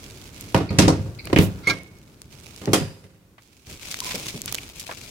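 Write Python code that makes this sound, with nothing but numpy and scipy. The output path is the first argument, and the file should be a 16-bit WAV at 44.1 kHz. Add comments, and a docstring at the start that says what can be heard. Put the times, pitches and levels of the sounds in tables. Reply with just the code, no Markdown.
"""An old steel car bonnet drops, bounces on its catch, is pushed down and finally latches, heard outdoors
from close by on a phone's two microphones. Each blow booms in the panel's low modes and clashes in its
dense high ones; under the push the catch spring sticks, slips and squeals.
Then the person steps back: clothes rustle, shoes scuff over grit and fingers tick on the phone.
A faint street rumble lies behind it all."""
import sys
import numpy as np
from scipy import signal
from scipy.fft import rfft, irfft
from scipy.io import wavfile
from scipy.ndimage import uniform_filter1d

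SR = 44100
rng = np.random.default_rng(int(sys.argv[2]) if len(sys.argv) > 2 else 0)


def wav_record(signal):
    """Record a signal, one row per channel, as 16-bit PCM in the file named by sys.argv[1]."""
    frames = np.transpose(np.atleast_2d(signal))
    bounded = np.clip(frames, -1, 1)
    # unit amplitude maps onto the largest positive 16-bit level
    quanta = np.round(bounded * 32767).astype(np.int16)
    wavfile.write(sys.argv[1], SR, quanta)


N = 225030
TIME = np.arange(N) / SR
RING = TIME[:2 ** 15]  # time axis of one event [s]
LEFT_RIGHT = np.array([[1], [-1]])


def undb(db):
    """Decibels to gain."""
    return 10 ** (np.asarray(db) / 20)


def unit(x):
    """Scale to rms 1."""
    return x / np.sqrt(np.mean(x ** 2) + 1e-20)


def at_hz(hz, points, values):
    """Read values along a log-frequency axis."""
    return np.interp(np.log(hz + 1e-6), np.log(points), values)


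def add(out, s, x):
    """Mix x into out from time s."""
    i = max(int(s * SR), 0)
    out[..., i:i + x.shape[-1]] += x[..., :N - i]


def shape(x, gain):
    """Filter by a gain that is a function of frequency."""
    hz = np.fft.rfftfreq(x.shape[-1], 1 / SR) + 0.0014
    return irfft(rfft(x) * gain(hz), x.shape[-1])


def causal(x, gain):
    """Like shape, but minimum phase: no sound ahead of a hit."""
    cepstrum = irfft(np.log(gain(np.fft.rfftfreq(N, 1 / SR))), N)
    one_sided = cepstrum * (1 + np.sign(np.fft.fftfreq(N)))
    return irfft(rfft(x) * np.exp(rfft(one_sided)), N)


def colour(x, spectrum):
    """Filter by (Hz, dB) points; rms 1."""
    return unit(shape(x, lambda f: undb(at_hz(f, *np.transpose(spectrum)))))


def band(x, hz, octaves):
    """A bell-shaped band of x; rms 1."""
    return unit(shape(x, lambda f: np.exp(-.5 * (np.log2(f / hz) / octaves) ** 2)))


def fade(t60):
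    """Exponential decay, 60 dB in t60 seconds."""
    return np.exp(-np.log(1000) * RING / max(t60, 1e-3))


def swell(s, attack_s, hold_s, release_s):
    """Envelope that rises from time s and, after s + hold_s, falls by 1 / e every release_s."""
    rise = np.clip((TIME - s) / attack_s, 0, 1)
    return rise * np.exp(-np.maximum(TIME - s - hold_s, 0) / release_s)


def waver(rate):
    """Glide between random levels, rate of them a second; spread near 1."""
    hold = max(int(SR / rate), 1)
    levels = rng.standard_normal(N // hold + 1)
    return uniform_filter1d(np.repeat(levels, hold)[:N], hold)


# stereo width at the closely spaced microphones: (frequency [Hz], side minus mid [dB])
MIC_SPREAD = [(50, -11.5), (150, -14.5), (350, -14.5), (700, -4.5), (1400, -0.5), (4000, -0.5)]
def side_share(hz):
    """Gain of the side signal relative to the mid."""
    return undb(at_hz(hz, *np.transpose(MIC_SPREAD)))


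def noise(size):
    """Noise at the two microphones: alike in the bass, unrelated in the treble."""
    mid, side = rng.standard_normal((2, size))
    side = shape(side, side_share)
    return shape(np.array([mid + side, mid - side]), lambda f: 1 / np.hypot(1, side_share(f)))


def mode(hz, t60):
    """One ringing mode; its phase differs more between the microphones in the treble."""
    skew = rng.standard_normal() * side_share(hz) * LEFT_RIGHT
    return np.sin(2 * np.pi * hz * RING + skew) * fade(t60)


def burst(hz, octaves, t60):
    """A fading band of noise; a narrow one buzzes like a loose part."""
    return band(noise(len(RING)), hz, octaves) * fade(t60)


# low rumble of the street and of handling: (frequency [Hz], spectral level [dB])
RUMBLE_SPECTRUM = [(15, -32.5), (35, -5.5), (110, 0), (230, -8), (350, -9), (800, -23), (1500, -23),
                   (3000, -40)]
def street(handling, rumble_db=-58.5, air_db=-66):
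    """A wavering rumble in the distance, joined by the phone's own when moved, and a faint even hiss."""
    waver_db = 1.2 * waver(16)
    strength = np.hypot(undb(rumble_db), handling) * undb(waver_db)
    rumble = colour(noise(N), RUMBLE_SPECTRUM) * strength
    return rumble + undb(air_db) * band(noise(N), 1300, 3.8)


# the person moving, phone in hand:
# (start [s], length [s], relative rustle [dB], handling rumble [dB], rustle left minus right [dB])
MOVEMENTS = [(-.1, 0.41, -49, -44, -5), (0.334, 0.18, -47, -43, -4), (0.703, 0.51, -57.5, -45, -2),
             (1.224, 0.38, -54, -37.5, -3.5), (1.773, 0.54, -62, -51, -2.5),
             (2.295, 0.49, -51.5, -47.5, -6.5), (3.39, 0.3, -61, -80, -6),
             (3.654, 0.059, -43.5, -43.5, -0.5), (3.792, 0.19, -41, -50, 2.5), (3.998, 0.29, -36, -44.5, 0),
             (4.412, 0.24, -43, -43.5, 0), (4.736, 0.53, -45.5, -49, 4.5)]
def motion(attack_s=0.032, release_s=0.092):
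    """Envelopes of rustle and handling rumble: every movement swells, holds and dies away."""
    cloth, handling = np.zeros((2, N)), np.zeros(N)
    for s, length, cloth_db, handling_db, pan_db in MOVEMENTS:
        effort = swell(s, attack_s, length, release_s)
        cloth = np.hypot(cloth, effort * undb(cloth_db + pan_db * LEFT_RIGHT / 2))
        handling = np.hypot(handling, effort * undb(handling_db))
    return cloth, handling


# clothes near the microphones: (frequency [Hz], spectral level [dB])
RUSTLE_SPECTRUM = [(300, -6.5), (700, -8), (1800, -10), (2300, -0.5), (3000, -3.5), (6000, -4.5),
                   (10000, -11), (16000, -16.5)]
def rustle(moving, level_db=2.34, grain_db=3, flutter_db=2, surge_db=0.5,
           crackle_per_s=45, crackle_db=15, crackle_t60=0.004):
    """Cloth and soles rub in tiny snags of unequal size; now and then a larger one crackles."""
    sizes = np.minimum(rng.exponential(size=N // 48 + 1), 5.5)
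    grains = undb(grain_db * np.repeat(sizes, 48)[:N])  # about 1 ms each
    snags = (rng.random(N) < crackle_per_s / SR) * rng.random(N)
    crackle = undb(crackle_db) * signal.fftconvolve(snags, fade(crackle_t60))[:N]
    rub = noise(N) * (grains + crackle) * undb(flutter_db * waver(110) + surge_db * waver(25))
    return colour(rub, RUSTLE_SPECTRUM) * undb(level_db) * moving


# fingers right beside the right microphone: (time [s], level [dB], centre [Hz], t60 [s])
FINGER_TICKS = [(4.525, -11, 5500, 0.011), (4.5457, -11.5, 4800, 0.013)]
def finger(far_mic_db=-15):
    """Ticks on the phone's case, much louder in the near microphone."""
    out = np.zeros((2, N))
    for s, db, hz, t60 in FINGER_TICKS:
        add(out, s, undb([[db + far_mic_db], [db]]) * burst(hz, 2.6, t60))
    return out


# short hard clicks of the bonnet, the catch and grit underfoot:
# (time [s], relative level [dB], centre [Hz])
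HARD_CLICKS = [(.41, -29.5, 8320), (.546, -19, 980), (1.255, -33.5, 10000), (1.387, -18, 4530),
               (1.834, -41, 9200), (2.218, -32.5, 5700), (2.563, -36, 5200), (2.657, -26.5, 3570),
               (3.907, -33, 7000), (3.9429, -19, 2900), (4.004, -20.5, 4630), (4.046, -27, 4700),
               (4.156, -24.5, 6500), (4.418, -24.5, 5500), (4.459, -23.5, 8440), (4.552, -21, 3720)]
# soles scuffing the ground below the phone: (time [s], level [dB], centre [Hz])
SOLE_SCUFFS = [(3.381, -45, 1368), (3.912, -25.5, 4340), (4.109, -24.5, 2620), (4.283, -25.5, 3700),
               (4.478, -26.5, 2580), (4.796, -28.5, 5400), (4.891, -29, 840), (4.912, -28.5, 980)]
# soft footfalls: (time [s], level [dB], centre [Hz])
FOOTFALLS = [(2.249, -44, 98), (4.143, -32.5, 296), (4.341, -31.5, 181)]
# a sole chirping: (time [s], level [dB])
SOLE_CHIRPS = [(4.017, -39), (4.059, -34.5)]
def clicks_and_shoes(click_db=-3, chirp_hz=1010, sole_attack_s=0.00024):
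    """Short hard clicks, and the scuffs, pats and chirps of shoes."""
    out = np.zeros((2, N))
    snap = .7 * fade(0.0097) + 3 * fade(.003)  # a short decay under a hard tick
    press = 1 - np.exp(-RING / sole_attack_s)
    for s, db, hz in HARD_CLICKS:
        add(out, s, undb(db + click_db) * snap * band(noise(len(RING)), hz, octaves=0.88))
    for s, db, hz in SOLE_SCUFFS:
        add(out, s, undb(db) * press * burst(hz, octaves=1.0, t60=0.077))
    for s, db, hz in FOOTFALLS:
        add(out, s, undb(db) * press * burst(hz, octaves=0.93, t60=0.32))
    for s, db in SOLE_CHIRPS:
        add(out, s, undb(db) * press * burst(chirp_hz, octaves=0.034, t60=0.31))
    return out


# the catch creaking softly under load: (time [s], level [dB])
CATCH_CREAKS = [(0.688, -42.5), (1.187, -45.5), (1.244, -46)]
# the bands of each creak: (centre [Hz], relative level [dB])
CREAK_BANDS = [(2280, 3), (4400, 4)]
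# small metal parts snapping: (time [s], level [dB], centre [Hz])
METAL_PINGS = [(1.362, -13.5, 2666), (1.374, -12.5, 2550), (1.388, -13, 2450), (4.584, -22.5, 2520)]
def fittings(sizzle_db=-35, sizzle_hz=8000, creak_attack_s=0.0032, creak_rough_db=3):
    """The hook sizzles as it slides in under the push; small metal parts creak and tick with a pitch."""
    sizzle = band(noise(N), sizzle_hz, 1.0) * undb(sizzle_db + 2 * waver(450))
    out = sizzle * swell(1.358, attack_s=0.044, hold_s=0.091, release_s=0.016)
    onset = 1 - np.exp(-RING / creak_attack_s)
    for s, db in CATCH_CREAKS:
        creak = sum(undb(db + band_db) * burst(hz, octaves=.13, t60=.2) for hz, band_db in CREAK_BANDS)
        roughness = undb(creak_rough_db * waver(300)[:len(RING)])
        add(out, s, creak * onset * roughness)
    for s, db, hz in METAL_PINGS:
        add(out, s, undb(db) * burst(hz, octaves=0.22, t60=.024))
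    return out


# harmonics of the spring's squeal, from the fundamental up: (level [dB])
SQUEAL_HARMONICS = [-17.5, -31, -32.5, -39.5, -46.5]
def spring_squeal(start_s=1.67, hold_s=.028, spring_hz=2190, wander=.009, flutter_db=3, sing_db=-40):
    """The spring squeals while its slips lock to its main mode; set free, it sings on unsteadily."""
    phase = 2 * np.pi * np.cumsum(spring_hz * (1 + wander * waver(300))) / SR
    tone = sum(undb(db + flutter_db * waver(250)) * np.sin(k * phase)
               for k, db in enumerate(SQUEAL_HARMONICS, 1))
    envelope = swell(start_s, attack_s=0.0016, hold_s=hold_s, release_s=0.0088)
    out = np.tile(tone * envelope, (2, 1))
    add(out, start_s + hold_s, undb(sing_db) * burst(spring_hz, octaves=0.019, t60=0.64))
    return out


# modes of the catch and its spring: (frequency [Hz], relative level [dB], t60 [s])
CATCH_MODES = [(1184, -6.5, 0.071), (1368, -2, 0.069), (1622, -8, 0.076), (2150, 4.5, .07), (2350, 1, 0.04),
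               (3350, -7.5, 0.062), (3730, -8, 0.06), (3960, -5.5, .06), (4440, -7.5, .07), (5570, -8, .05)]
def catch_ring():
    """The catch's answer to one tap."""
    return sum(undb(db) * mode(hz, t60) for hz, db, t60 in CATCH_MODES)


# the spring sliding in the catch: (time [s], slip rate [1/s], force [dB], unevenness [0-1])
SPRING_SLIDE = [(1.632, 1200, -21.5, 0.26), (1.668, 1130, -16, 0.19), (1.672, 1045, -3, .25),
                (1.692, 1095, -6, .3), (1.698, 646, 8, .47), (1.713, 500, 6, .6), (1.724, 540, -7.5, 0.2),
                (1.772, 370, -29.5, .4)]
def spring_squeak(ring_db=-35, scrape_db=-30, scrape_hz=4000, scrape_t60=0.0069):
    """The spring sticks and slips: first lightly, then in a rough scrape that rings the catch."""
    times, rates, force_db, uneven = np.transpose(SPRING_SLIDE)
    slips, s = np.zeros(N), times[0]
    while s < times[-1]:
        add(slips, s, undb([np.interp(s, times, force_db)]))
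        jitter = np.exp(np.interp(s, times, uneven) * rng.standard_normal())
        s += jitter / np.interp(s, times, rates)
    ringing = signal.fftconvolve(slips[None], undb(ring_db) * catch_ring(), axes=1)[:, :N]
    # every slip also tears off a puff of noise, more so when the slips are uneven
    tearing = signal.fftconvolve(slips, fade(scrape_t60))[:N] * (.5 + np.interp(TIME, times, uneven))
    return ringing + undb(scrape_db) * tearing * band(noise(N), scrape_hz, 0.45)


# resonances of the locked latch: (centre [Hz], level [dB], t60 [s])
LATCH_MODES = [(3195, -19.5, 0.13), (4890, -36, 0.52)]
def latch_buzz(octaves=0.037):
    """The latch buzzes on after the last push."""
    return sum(undb(db) * burst(hz, octaves, t60) for hz, db, t60 in LATCH_MODES)


# bending modes of the bonnet: (frequency [Hz], relative level [dB], base t60 [s])
PANEL_MODES = [(69, -13.5, 0.6), (97, -3.5, .5), (108, -3.5, .42), (133.5, -4.5, 0.41), (157.3, -2, 0.41),
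               (184, -4, 0.54), (211.7, -3, 0.3), (277.3, -2.5, .33), (318.4, -1, .32), (400.4, -3, .3),
               (450, -6.5, 0.26), (530.7, -6, 0.39), (780, -7.5, 0.17), (945, -7.5, .17),
               (1047, -10.5, .17), (1226, -2.5, 0.14)]
def panel_boom(force, ring_scale, level_db=2, detune=0.0047):
    """The low modes boom; where the blow lands decides the sign and strength of each."""
    out = 0
    for hz, db, t60 in PANEL_MODES:
        strength = rng.choice([-1, 1]) * undb(level_db + db + force(hz) + rng.standard_normal())
        pitch = hz * (1 + detune * rng.standard_normal())
        out = out + strength * mode(pitch, t60 * ring_scale)
    return out


def sheet_ripple():
    """Gain by frequency of the sheet's uneven resonances, the same for every blow."""
    points = np.geomspace(400, 16000, 500)
    peaks_db = np.linspace(3.5, 2.6, len(points)) * rng.standard_normal(len(points))
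    return lambda f: undb(at_hz(f, points, peaks_db) * (f > points[0]))


# the crowd of weaker modes in the steel sheet: (frequency [Hz], relative level [dB], base t60 [s])
SHEET_MODES = [(35.6, -29, 0.31), (68.3, -14, 0.71), (150, -8, 0.3), (360, -2, 0.33), (760, -5, 0.32),
               (1570, -5, 0.34), (2650, -1, 0.36), (5650, -2, 0.32), (10000, -4, 0.27), (14000, -9.5, 0.19)]
def sheet_clash(force, ring_scale, ripple, level_db=-4, thud_db=-3, crack_db=4, contact_t60=0.028,
                rattle_db=2.5, yard_db=-27, yard_t60=0.89):
    """Dense modes clash as half-octave noise bands, with a brief crack on contact; the yard answers."""
    points, dbs, t60s = np.transpose(SHEET_MODES)
    crowd = shape(noise(len(RING)), ripple)
    chatter_db = rattle_db * waver(300)[:len(RING)]
    yard = undb(yard_db) * fade(yard_t60)
    out = 0
    for hz in 40 * 2 ** np.arange(0, 8.6, .5):
        bloom = 1 - np.exp(-RING / (.0005 + .55 / hz))  # slow bending waves build up late
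        contact = undb(at_hz(hz, [200, 1500], [thud_db, crack_db])) * fade(contact_t60)
        ringing = fade(at_hz(hz, points, t60s) * ring_scale)
        rattle = undb(chatter_db * min(hz / 2000, 1))  # loose metal chatters in the treble
        decay = (ringing + contact) * rattle + yard
        strength = undb(level_db + at_hz(hz, points, dbs) + force(hz))
        out = out + strength * bloom * decay * band(crowd, hz, 1 / 4)
    return out


def blow(force, ring_scale, ripple, catch_db=-9, catch_hz=2600):
    """One blow drives panel and sheet; its force at catch_hz shakes the catch."""
    steel = panel_boom(force, ring_scale) + sheet_clash(force, ring_scale, ripple)
    return steel + undb(catch_db + force(catch_hz)) * catch_ring()


def cushioned_force(force_db, boom_db, dullness, sub_hz=45, sub_db=0.5, boom_hz=109, body_hz=358):
    """Force in dB by frequency: the whole panel flexes near boom_hz; soft contact dulls the treble."""
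    bass_db = lambda hz: at_hz(hz, [sub_hz, boom_hz, body_hz], [sub_db, boom_db, 0])
    return lambda hz: force_db + bass_db(hz) - dullness * max(np.log2(hz / body_hz), 0)


def bare_metal_force(peak_db, centre_hz, octaves=0.6):
    """Force in dB by frequency of a metal-on-metal strike: a bell curve around centre_hz."""
    return lambda hz: peak_db - 10 / np.log(10) * (np.log2(hz / centre_hz) / octaves) ** 2


# blows on the bonnet, close to the microphones:
# (time [s], force [dB], extra boom [dB], dullness of contact [dB/octave], ring length [x])
BONNET_BLOWS = [(0.5451, -20.5, 0.5, 3.5, 0.98), (.602, -22.5, -29, 8.5, 0.51), (.705, -34, 9, 4, 2.2),
                (0.7868, -15, 1.5, 2.5, 0.75), (.831, -24.5, 8, 3.5, 1.2), (.879, -14.5, -4, 7, 0.76),
                (.995, -45, 22.5, 4.5, 1.1), (1.06, -41, -2, 7, .6), (1.271, -34, -17, 3.5, 0.14),
                (1.299, -32, -40, 6, 0.33), (1.329, -15.5, -6, 5.5, 0.27), (1.361, -16, -2, 5, 0.55),
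                (1.388, -17, 5.5, 6.5, 0.78), (1.673, -30, -3.5, 1.5, 1.11), (2.615, -45, 0.5, 2.5, 5),
                (2.675, -23.5, 0, 8.5, 0.93), (2.7328, -17.5, -12.5, 2, 0.78),
                (2.812, -34, 12.5, 8.5, 0.61), (3.04, -52, 7.5, 2, 0.38)]
# bare metal meeting around the catch: (time [s], force [dB], centre [Hz])
CATCH_STRIKES = [(0.5453, -16, 835), (0.7859, -15, 5620), (0.88, -23.5, 5650), (.882, -16.5, 780),
                 (1.361, -25.5, 2150), (1.388, -24.5, 3020), (2.7322, -17.5, 8000)]
def bonnet(strike_ring_scale=0.58, latch_s=2.735, low_cut_hz=50):
    """The bonnet drops, bounces, is pushed down and latches, striking bare metal on the way."""
    out = np.zeros((2, N))
    ripple = sheet_ripple()
    for s, force_db, boom_db, dullness, ring_scale in BONNET_BLOWS:
        add(out, s, blow(cushioned_force(force_db, boom_db, dullness), ring_scale, ripple))
    for s, db, hz in CATCH_STRIKES:
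        add(out, s, blow(bare_metal_force(db, hz), strike_ring_scale, ripple))
    add(out, latch_s, latch_buzz())
    # a panel radiates its slowest motion poorly
    return signal.sosfilt(signal.butter(2, low_cut_hz, "high", fs=SR, output="sos"), out)


# each microphone colours the car differently: (frequency [Hz], left minus right [dB])
MIC_BALANCE = [(60, -5.5), (110, 1), (200, -2.5), (380, -2), (700, 0), (1290, -2.5), (2380, -7.5),
               (4400, 4), (8120, -3), (15000, -14)]
def scene():
    """Outdoors: the bonnet close by, the person at the microphones, the street behind."""
    balance = lambda f: undb(at_hz(f, *np.transpose(MIC_BALANCE)) * LEFT_RIGHT / 2)
    car = causal(bonnet() + spring_squeak() + spring_squeal() + fittings(), balance)
    cloth, handling = motion()
    return car + clicks_and_shoes() + finger() + rustle(cloth) + street(handling)


def record(dry):
    """The phone rounds the loudest peaks and cuts the top above 15.8 kHz."""
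    top_cut = signal.ellip(8, .2, 70, 15800, fs=SR, output="sos")
    return signal.sosfilt(top_cut, np.tanh(dry))


dry = scene()
out = record(dry)
wav_record(out)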